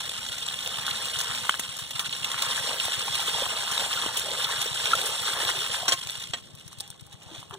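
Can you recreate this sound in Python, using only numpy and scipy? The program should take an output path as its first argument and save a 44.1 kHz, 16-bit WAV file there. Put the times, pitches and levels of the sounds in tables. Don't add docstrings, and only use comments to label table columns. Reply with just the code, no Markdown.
import sys
import numpy as np
from scipy import signal
from scipy.fft import rfft, irfft, next_fast_len
from scipy.io import wavfile
from scipy.ndimage import uniform_filter1d

SR = 44100
rng = np.random.default_rng(int(sys.argv[2]) if len(sys.argv) > 2 else 0)


def generate_wav(sig):
    pcm = np.round(np.clip(np.atleast_2d(sig).T, -1, 1) * 32767).astype(np.int16)
    wavfile.write(sys.argv[1], SR, pcm)


N = 334278
TIME_S = np.arange(N) / SR

# time in seconds, level in dB (full flow is -33).
STREAM_DB = [(0.0, -37), (0.41, -39), (0.79, -36), (1.38, -35), (1.69, -40.5), (1.89, -40.5), (2.15, -38.5),
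             (2.52, -32.5), (3.23, -32.5), (4.0, -33), (4.27, -35), (4.43, -31), (4.73, -35), (4.95, -31),
             (5.2, -33), (5.36, -31), (5.76, -33.5), (5.98, -42.5), (6.2, -40.5), (6.34, -51.5),
             (6.45, -57.5)]
# frequency in Hz, relative density in dB.
SPRAY_EQ = [(700, -64), (1500, -7.5), (2300, -8), (3000, -1.5), (3400, 0.5), (4100, -4.5), (4600, -8),
            (5500, -7.5), (6500, -14), (7500, -6), (8300, -6), (9400, -13), (10600, -10.5), (12500, -23),
            (13300, -17), (15300, -34)]
SPLASH_EQ = [(350, -21.5), (600, -7), (900, 2), (1300, 4), (1800, 4.5), (2500, -7.5), (4000, -23)]
GURGLE_EQ = [(30, -66), (150, -5.5), (290, -15.5), (380, -5.5), (490, 6), (650, 3.5), (1000, -12),
             (2000, -75)]
AIR_EQ = [(25, -48), (50, -16), (70, 3.5), (160, 7.5), (240, -1), (600, -3.5), (1200, -24), (2000, -36),
          (3400, -5), (5000, -50), (9000, -43), (15000, -58)]
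FINE_SPRAY_EQ = [(30, -55), (180, -17.5), (700, -5.5), (2300, -2.5), (3400, -2.5), (4800, -1.5), (8200, 1),
                 (11000, -3), (15000, -10.5)]
HEAVY_DROPS_EQ = [(30, -55), (700, -13), (1500, -47), (2300, -0.5), (3500, 12), (4800, -2.5), (8200, -22),
                  (15000, -25)]
RATTLE_EQ = [(40, -30), (130, -16), (300, -7), (1400, -4.5), (2300, -1.5), (3200, 1.5), (4600, 1),
             (6000, -2), (8000, -3.5), (11000, -7.5), (15000, -11)]
SQUELCH_EQ = [(300, -13), (1200, -6), (2300, -7), (3400, 4.5), (4800, -9), (8200, -7.5), (11000, -21),
              (15000, -24)]
SPLAT_EQ = [(1000, -23), (2000, 12), (3400, -13), (4400, 6), (6000, -14), (9000, -3), (15000, 2)]
DRUM_EQ = [(25, -70), (60, -2.5), (170, -15), (225, -0.5), (290, -10.5), (500, -33), (2000, -38)]
DRIP_EQ = [(300, -30), (1100, 22), (2300, -20), (3800, -2), (5500, 7), (8500, 0), (15000, -9)]
CRACK_EQ = [(900, -45), (2200, -18), (3100, 0.5), (4500, -37), (8500, -18.5), (15000, -32)]
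SMACK_EQ = [(30, -23), (1000, -9), (2300, -11), (3800, 5), (4800, 1), (5600, 0), (7000, -3),
            (8200, 4.5), (10000, -2.5), (15000, -10)]
# time in seconds, firings per second.
FIRING_HZ = [(0.0, 8.934), (0.6, 8.182), (1.2, 7.708), (2.2, 7.577), (3.0, 8.166), (3.8, 8.131),
             (4.6, 7.866), (5.5, 8.267), (6.4, 8.348), (7.58, 8.196)]
# frequency in Hz, correlation of left with inverted right.
AIR_ANTICORRELATION = [(30, -0.85), (130, -0.24), (260, -0.0062), (500, 0.23), (3000, 0.66)]
# start in seconds, relative spray level in dB, decay in seconds,
# heavy drops in dB over the spray.
TAIL_FLICKS = [(0.0926, -18, 0.002, 2), (0.286, -24, .002, 4), (0.327, -27, .0015, 7),
               (0.3826, -19, 0.0013, -5), (0.414, -38, .003, 9), (0.4865, -28.5, 0.0011, 17),
               (0.589, -27, 0.0017, 9), (0.660, -28, 0.0044, 9), (0.674, -15, 0.0017, -3),
               (0.8652, -18, 0.0015, 2.5), (0.884, -25, .002, 9), (0.902, -17, 0.0013, -10),
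               (0.9116, -29, 0.0016, 13), (1.055, -19, 0.0021, -1), (1.083, -24, 0.0022, -14),
               (1.1878, -15, 0.0054, -10), (1.203, -14.5, 0.0033, -12), (1.212, -13.5, .004, -12),
               (1.348, -25.5, .0018, 9.5), (1.494, -19, .002, 2), (1.5950, -12, 0.0045, -31),
               (1.691, -30, .0012, 7), (1.767, -22.5, 0.0038, -14), (1.787, -26, 0.016, -3.5),
               (1.9072, -22, 0.007, -1.5), (1.9935, -15, 0.004, 2), (2.004, -22.5, .014, -11),
               (2.063, -28, 0.0015, 12), (2.093, -35, 0.002, 16), (2.126, -35, 0.0044, 18.5),
               (2.2444, -14.5, 0.0019, 3.5), (2.3155, -18, 0.0031, 0), (2.4213, -11.5, 0.0043, 0.5),
               (2.431, -23, 0.0049, -8), (2.799, -18, 0.0022, 7), (2.8510, -17.5, 0.0042, -15),
               (3.145, -20, .002, 5), (3.153, -15.5, 0.004, -2), (3.2015, -21, 0.0014, 5),
               (3.283, -18, .002, -20), (3.715, -18, 0.0069, -16), (3.777, -19, 0.0023, 7),
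               (3.807, -18.5, 0.0028, 0), (4.1694, -14, 0.01, -8), (4.195, -15, 0.0027, -19),
               (4.442, -24.5, 0.0062, 11.5), (4.6150, -14, 0.0051, -2.5), (4.8555, -20.5, 0.0014, 12),
               (4.952, -15, 0.0045, -2), (5.0147, -13, .0012, -1), (5.056, -21, 0.045, -20),
               (5.449, -21, .0015, 7), (5.496, -21, 0.0035, -15), (5.642, -23, .0015, 5),
               (6.071, -20, 0.0031, -5), (6.097, -24, 0.0014, 7), (6.106, -21, 0.0018, -5),
               (6.153, -30.5, 0.0018, 10.5), (6.198, -28, .003, 0), (6.219, -27, .001, -8),
               (6.226, -25, 0.0013, -2)]
# start in seconds, relative level in dB, pitch in Hz, swell in seconds.
POCKETS = [(0.51, -30, 1210, .0005), (.880, -18.5, 1390, 0.00091), (1.157, -25.5, 1400, 0.00069),
           (1.211, -25, 1280, 0.00065), (1.312, -24, 1290, 0.0006), (1.4935, -6.5, 1320, 0.00075),
           (1.5413, -20.5, 1380, 0.00068), (1.595, -30, 330, 0.0008), (2.001, -27, 1170, 0.0017),
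           (2.343, -19.5, 1400, .0008), (2.882, -24, 660, 0.0011), (3.078, -30, 900, .002),
           (3.281, -32, 440, 0.002), (3.347, -28, 880, .0025), (3.419, -25, 546, 0.0035),
           (3.463, -21, 1100, 0.001), (3.778, -24, 1050, .0009), (3.862, -28, 800, 0.0012),
           (3.970, -31, 1400, 0.0045), (4.030, -33, 1260, 0.0046), (4.062, -19, 425, 0.00038),
           (4.088, -31, 900, .005), (4.283, -34, 573, 0.0032), (4.312, -35, 507, 0.0078),
           (4.658, -31, 480, 0.0024), (4.932, -10.5, 1337, 0.0039), (5.43, -30, 450, 0.0028),
           (5.744, -21.5, 1500, 0.00075), (6.729, -41, 1130, 0.001), (7.428, -34, 1050, 0.0012),
           (7.509, -31, 1180, 0.001)]
# centre in seconds, relative level in dB, half-width in seconds, pitch in Hz.
BUBBLE_CLOUDS = [(0.682, -46.5, 0.024, 570), (0.867, -41.5, 0.047, 1350), (1, -46, 0.014, 610),
                 (1.273, -42, 0.06, 1290), (2.021, -42.5, 0.036, 1220), (2.409, -40, 0.11, 1330),
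                 (2.702, -42, 0.063, 616), (3.478, -42.5, 0.16, 826), (3.818, -39.5, 0.033, 685),
                 (4.002, -39, 0.087, 1130), (4.303, -43, 0.05, 560), (4.5, -38.5, 0.042, 1200),
                 (4.998, -43.5, 0.12, 563), (5.363, -35.5, 0.032, 1270), (5.442, -45.5, 0.13, 473),
                 (5.851, -40.5, 0.052, 810), (7.335, -56.5, 0.084, 750), (7.534, -45.5, 0.016, 1010)]
# start in seconds, level in dB, pitch in Hz, T60 in seconds.
SOFT_TOUCHES = [(5.555, -43, 384, 0.51), (6.805, -48, 802, 0.28), (7.065, -58, 818, 0.88),
                (7.313, -40.5, 319, 0.13), (7.526, -40, 394, .35)]
# start in seconds, relative level in dB, rattle decay in seconds,
# rattle low-pass in Hz, ring gain in dB, place struck (0-2).
HANDLE_HITS = [(5.880, -13, 0.015, 9000, -20, 0), (5.888, -12.5, 0.0052, 11000, -19.5, 0),
               (5.912, -13, 0.0047, 6000, -34, 1), (5.921, -9, 0.0091, 8000, -22.5, 1),
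               (5.931, -17, 0.0097, 11000, -22, 1), (6.335, -14.5, 0.0081, 3730, -21.5, 2),
               (6.341, -19, 0.0054, 3800, -26.5, 2)]
# frequency in Hz, T60 in seconds, gain in dB struck at place 0, 1, 2.
WALL_MODES = [(333, .15, -6.5, -18, -9), (533, 0.082, -1, -19, -3), (708, 0.096, -11, -4, 3.5),
              (1068, 0.17, 6, -1, -11), (1574, 0.068, 5, 1, 2), (1870, 0.12, -4, -8, -3),
              (2710, 0.16, 0, 2, 1), (3197, .05, 12, 17, 14), (5730, 0.036, 15, 3, -10),
              (7890, 0.065, 3, 4, 7), (10760, 0.083, -4, -2, -16)]
# centre in seconds, level in dB, half-width in seconds.
SLIDES = [(6.378, -42.5, 0.011), (6.595, -52.5, 0.029), (6.733, -58, 0.015), (6.835, -50, 0.052),
          (6.943, -64, .015), (7.13, -48, 0.012), (7.226, -51, .015), (7.357, -44, 0.058),
          (7.54, -41, 0.0063)]
# start in seconds, relative level in dB, decay in seconds.
WET_HITS = [(6.459, -42, .0015), (6.551, -32, 0.003), (6.598, -32, 0.00091), (6.6788, -27, 0.0021),
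            (6.7286, -29.5, 0.0026), (6.785, -31, .004), (6.801, -20, 0.0015), (6.805, -14.5, 0.0024),
            (6.877, -29, 0.0012), (6.9022, -22, 0.0016), (6.962, -42, .001), (7.009, -33, 0.0018),
            (7.066, -34, .001), (7.097, -41, .001), (7.127, -31.5, 0.0017), (7.231, -34, .0015),
            (7.4, -31, 0.0035), (7.4964, -35, .001), (7.542, -34.5, 0.0017)]
# frequency in Hz, delay of left behind right in seconds.
LEFT_LAG_S = [(500, .00008), (900, 0), (1500, .00003), (1900, .0001), (2500, .000197), (3400, .000262),
              (5000, .0003), (7500, .00033), (9600, .000363), (15000, .00039)]
# frequency in Hz, left minus right in dB.
LEFT_TILT_DB = [(400, 2.5), (800, -1.5), (1700, 2.5), (2700, -3), (4200, -2), (5500, 0), (7500, 6.5),
                (9000, 3), (11000, 1), (14000, 0)]
# frequency in Hz, share of power.
SCATTER_SHARE = [(230, .45), (480, .04), (1200, .03), (1900, .28), (2500, .15), (3500, .08), (5000, .06),
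                 (6000, .3), (6600, .6), (7500, .2), (8200, .25), (8900, .55), (10500, .3), (11300, .55),
                 (13500, .3)]
# frequency in Hz, amplitude ratio.
HOUSING_ECHO = [(3500, 0.0038), (5000, 0.25), (7200, 0.18), (9500, 0), (12000, 0), (15000, 0.16)]


def amp(db):
    return 10 ** (np.asarray(db) / 20)


def unit_rms(x):
    return x / np.sqrt(np.mean(x ** 2) + 1e-20)


def along(points, hz):
    knots_hz, values = np.transpose(points)
    return np.interp(np.log(hz + 1), np.log(knots_hz + 1), values)


def wobble(rate_hz):
    knots = rng.standard_normal(int(N * rate_hz / SR) + 4)
    smooth = signal.resample(knots, 8 * len(knots))
    return np.interp(np.arange(N), np.linspace(0, N, len(smooth)), smooth)


def flutter(n, size):
    return unit_rms(uniform_filter1d(rng.standard_normal(n), size=size))


def swell(t, half_width_s):
    return np.exp(-.5 * (t / half_width_s) ** 2)


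def sine(pitch_hz, start_turns=0):
    return np.sin(2 * np.pi * (np.cumsum(pitch_hz) / SR + start_turns))


def filtered(x, response):
    n = x.shape[-1]
    size = next_fast_len(n + 4096)
    return irfft(rfft(x, size) * response(np.fft.rfftfreq(size, 1 / SR)), size)[..., :n]


def coloured(x, eq, size=2048):
    cepstrum = irfft(np.log(amp(along(eq, np.fft.rfftfreq(size, 1 / SR)))))
    cepstrum[1:size // 2] *= 2
    cepstrum[size // 2 + 1:] = 0
    return signal.fftconvolve(x, irfft(np.exp(rfft(cepstrum))))[:len(x)]


def add(track, start_s, sound):
    part = track[..., max(round(start_s * SR), 0):][..., :sound.shape[-1]]
    part += sound[..., :part.shape[-1]]


def impacts(rate_hz, spread_db):
    size = amp(spread_db * np.minimum(rng.exponential(size=N), 5)) * rng.choice([-1, 1], N)
    return unit_rms(size * (rng.random(N) < rate_hz / SR))


def bubbles(rate_hz, centre_hz, octaves, cycles, spread_db, size, n=N):
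    start, pitch, strength, life = rng.random((int(rate_hz * n / SR), 4), dtype=np.float32).T[:, :, None]
    t = np.arange(size, dtype=np.float32) / SR
    turns = t * centre_hz * 2 ** (octaves * (2 * pitch - 1))
    decay = np.exp(-turns / (cycles * (.5 + life)))
    ring = decay * (1 - decay ** 4) * np.sin(2 * np.pi * turns * (1 + 0.2 * (1 - decay)))
    ring *= amp(spread_db * np.minimum(-np.log1p(-strength), 4.5)) * (1 - t / t[-1])
    index = (start * n).astype(int) + np.arange(size)
    return unit_rms(np.bincount(index.ravel(), ring.ravel(), n + size)[:n])


def bursts(rows, eq, rise_s):
    track, t = np.zeros(N), np.arange(SR // 12) / SR
    for start_s, db, decay_s in rows:
        envelope = np.exp(-t / decay_s) * (1 - np.exp(-t / rise_s))
        burst = coloured(rng.standard_normal(len(t)) * envelope, eq)
        burst *= np.linalg.norm(envelope) / np.linalg.norm(burst) / envelope.max()
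        add(track, start_s, amp(db) * burst)
    return track


def spray(drops, lumps_db, flow_db):
    fizz = bubbles(rate_hz=900, centre_hz=4014, octaves=0.89, cycles=2.8, spread_db=2, size=160)
    hiss = coloured((drops + 0.46 * fizz) * amp(lumps_db), SPRAY_EQ)
    return unit_rms(hiss) * amp(-29.5 + flow_db)


def splats(flow_db, decay_s=0.0058):
    landings = np.abs(impacts(rate_hz=70, spread_db=1.5))
    envelope = signal.lfilter([1], [1, -np.exp(-1 / (decay_s * SR))], landings)
    crackle = coloured(envelope * impacts(rate_hz=3500, spread_db=-3.5), SPLAT_EQ)
    return unit_rms(crackle) * amp(-47.5 + 0.94 * flow_db) * (TIME_S < STREAM_DB[-1][0])


def splash_and_gurgle(drops, lumps_db, flow_db):
    plunge = np.clip(0.6 * amp(0.74 * flow_db), 0, 1)

    def aerated(ringing, drop_gain):
        return (plunge * ringing + drop_gain * drops) / np.hypot(plunge, drop_gain / 4)

    shallow = bubbles(rate_hz=1300, centre_hz=1251, octaves=0.97, cycles=2.07, spread_db=3, size=280)
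    splash = unit_rms(coloured(aerated(shallow, 0.92) * amp(lumps_db + 1.6 * wobble(60)), SPLASH_EQ))
    deep = bubbles(rate_hz=280, centre_hz=470, octaves=0.99, cycles=2.9, spread_db=0, size=700)
    gurgle = unit_rms(coloured(aerated(deep, 1.42) * amp(0.27 * lumps_db), GURGLE_EQ))
    return splash * amp(-38 + 1.48 * flow_db) + gurgle * amp(-50 + 1.19 * flow_db)


def net_drum(drops, flow_db, drain_s=2.4, cushion_db=8):
    leak = 1 / (drain_s * SR)
    depth = signal.lfilter([leak], [1, leak - 1], amp(flow_db))
    return unit_rms(coloured(drops, DRUM_EQ)) * amp(-55 + 0.58 * flow_db - cushion_db * depth)


def pour(full_db=-33, dry_db_per_s=3):
    stopped_s = np.maximum(TIME_S - STREAM_DB[-1][0], 0)
    flow_db = np.interp(TIME_S, *np.transpose(STREAM_DB)) - full_db - dry_db_per_s * stopped_s
    thin_db = -np.clip(flow_db, -8, 3)
    surge_db = wobble(35) * (1.5 - 0.357 * thin_db)
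    breakup_db = 0.76 * wobble(170) * (1 + 0.38 * thin_db)
    lumps_db = surge_db + breakup_db
    drops = impacts(rate_hz=7000, spread_db=2.5) + 0.46 * rng.standard_normal(N)
    return (spray(drops, lumps_db, flow_db) + splats(flow_db)
            + splash_and_gurgle(drops, lumps_db, flow_db) + net_drum(drops, flow_db))


def drips_and_mud():
    drips = coloured(impacts(rate_hz=70, spread_db=3), DRIP_EQ)
    pops = bubbles(rate_hz=700, centre_hz=1310, octaves=1.18, cycles=0.95, spread_db=3.5, size=160)
    pops = coloured(pops, [(60, -35), (500, -2)])
    return amp(-65.5) * unit_rms(drips) + amp(-63.5) * unit_rms(pops)


def air():
    def mid_side_gains(hz):
        angle = np.arccos(along(AIR_ANTICORRELATION, hz)) / 2
        return amp(along(AIR_EQ, hz)) * [np.cos(angle), np.sin(angle)]

    mid, side = filtered(rng.standard_normal((2, N)), mid_side_gains)
    return 1.2 * unit_rms(np.array([mid + side, side - mid])) * amp(-56.5 + 1.5 * wobble(4))


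def pump(thud_hz=125, width_s=0.0067, echo_s=0.0386):
    firings = np.cumsum(np.interp(TIME_S, *np.transpose(FIRING_HZ))) / SR + .304
    track, t = np.zeros(N), np.arange(-SR // 50, SR // 50) / SR
    thud = -np.cos(2 * np.pi * thud_hz * t) * np.exp(-(t / width_s) ** 2)
    for i in np.flatnonzero(np.diff(np.floor(firings))):
        add(track, i / SR + t[0], amp(rng.normal(-40, 2.8)) * thud)
    echo = np.roll(track, round(echo_s * SR))
    return np.array([1.61 * track + 0.34 * echo, -.35 * track + 0.032 * echo])


def spatters():
    fine = bursts([row[:3] for row in TAIL_FLICKS], FINE_SPRAY_EQ, rise_s=0.000088)
    heavy_rows = [(s, db + heavy_db, decay_s) for s, db, decay_s, heavy_db in TAIL_FLICKS]
    return amp(-8) * (fine + bursts(heavy_rows, HEAVY_DROPS_EQ, rise_s=0.00096))


def plops(waver=0.027):
    track, t = np.zeros(N), np.arange(SR // 20) / SR
    cracks = []
    for start_s, db, hz, swell_s in POCKETS:
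        envelope = (t / swell_s * np.exp(1 - t / swell_s)) ** 2
        tone = sine(hz * (1 + waver * flutter(len(t), size=60)))
        bass_cut = signal.butter(2, 0.38 * hz, 'high', fs=SR)
        add(track, start_s, amp(db) * signal.lfilter(*bass_cut, envelope * tone))
        softening_db = 15 * np.log10(max(swell_s / 0.003, 1))
        cracks.append((start_s + swell_s / 4, db - softening_db, .0009))
    return amp(1) * track + amp(-6.5) * bursts(cracks, CRACK_EQ, rise_s=0.0022)


def gulps():
    track, t = np.zeros(N), np.arange(-SR // 4, SR // 4) / SR
    for centre_s, db, half_width_s, hz in BUBBLE_CLOUDS:
        cloud = bubbles(rate_hz=700, centre_hz=hz, octaves=0.65, cycles=2.5, spread_db=2,
                        size=700, n=len(t))
        add(track, centre_s + t[0], amp(db) * cloud * swell(t, half_width_s))
    return coloured(track, [(60, -34.5), (350, 1.5)])


def bucket_hums(waver=0.042, rise_s=0.0029):
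    track, t = np.zeros(N), np.arange(SR // 4) / SR
    for start_s, db, hz, t60_s in SOFT_TOUCHES:
        envelope = amp(db - 60 * t / t60_s) * (1 - np.exp(-t / rise_s))
        add(track, start_s, envelope * sine(hz * (1 + waver * flutter(len(t), size=200))))
    return track


def bucket_clanks(rise_s=0.00043):
    track, t = np.zeros(N), np.arange(SR // 4) / SR
    for start_s, db, decay_s, corner_hz, ring_db, place in HANDLE_HITS:
        ring = np.zeros(len(t))
        for mode_hz, t60_s, *gains_db in WALL_MODES:
            flex_hz = 0.013 * min(mode_hz, 2000) * flutter(len(t), size=150)
            ring += amp(gains_db[place] - 60 * t / t60_s) * sine(mode_hz + flex_hz, rng.random())
        rattle = unit_rms(coloured(rng.standard_normal(len(t)), RATTLE_EQ)) * np.exp(-t / decay_s)
        rattle = filtered(rattle, lambda hz: 1 / np.sqrt(1 + (hz / corner_hz) ** 4))
        clank = amp(ring_db) * ring + amp(-4.5) * rattle
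        add(track, start_s, amp(db) * clank * (1 - np.exp(-t / rise_s)))
    return track


def squirms():
    films = unit_rms(coloured(impacts(rate_hz=1300, spread_db=1.5), SQUELCH_EQ))
    return films * sum(amp(db) * swell(TIME_S - s, half_width_s) for s, db, half_width_s in SLIDES)


def smacks():
    return amp(-8) * bursts(WET_HITS, SMACK_EQ, rise_s=0.00018)


def at_microphones(x, decay_s=0.0053, blocks=640):
    t = np.arange(SR // 60) / SR
    scatter = np.zeros((2, N))
    for block in np.array_split(np.arange(N), blocks):
        tail = rng.standard_normal((2, len(t))) * np.exp(-t / decay_s)
        tail /= np.linalg.norm(tail, axis=1)[:, None]
        add(scatter, block[0] / SR, signal.fftconvolve(x[block][None], tail, axes=1))
    sides = np.array([[.5], [-.5]])
    share = lambda hz: along(SCATTER_SHARE, hz)
    tilt = lambda hz: amp(sides * along(LEFT_TILT_DB, hz))
    lag = lambda hz: np.exp(-2j * np.pi * hz * sides * along(LEFT_LAG_S, hz))
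    direct = filtered(x, lambda hz: tilt(hz) * np.sqrt(1 - share(hz)) * lag(hz))
    return direct + filtered(scatter, lambda hz: tilt(hz) * np.sqrt(share(hz)))


def scene():
    near = pour() + gulps() + spatters() + smacks() + plops() + squirms() + drips_and_mud()
    near += bucket_clanks() + bucket_hums()
    return at_microphones(near) + pump() + air()


def record(dry, echo_s=.000418, top_hz=15700):
    ripple = lambda hz: 1 - along(HOUSING_ECHO, hz) * np.exp(-2j * np.pi * hz * echo_s)
    return filtered(dry, lambda hz: ripple(hz) / (1 + (hz / top_hz) ** 120))


dry = scene()
out = record(dry)
generate_wav(out)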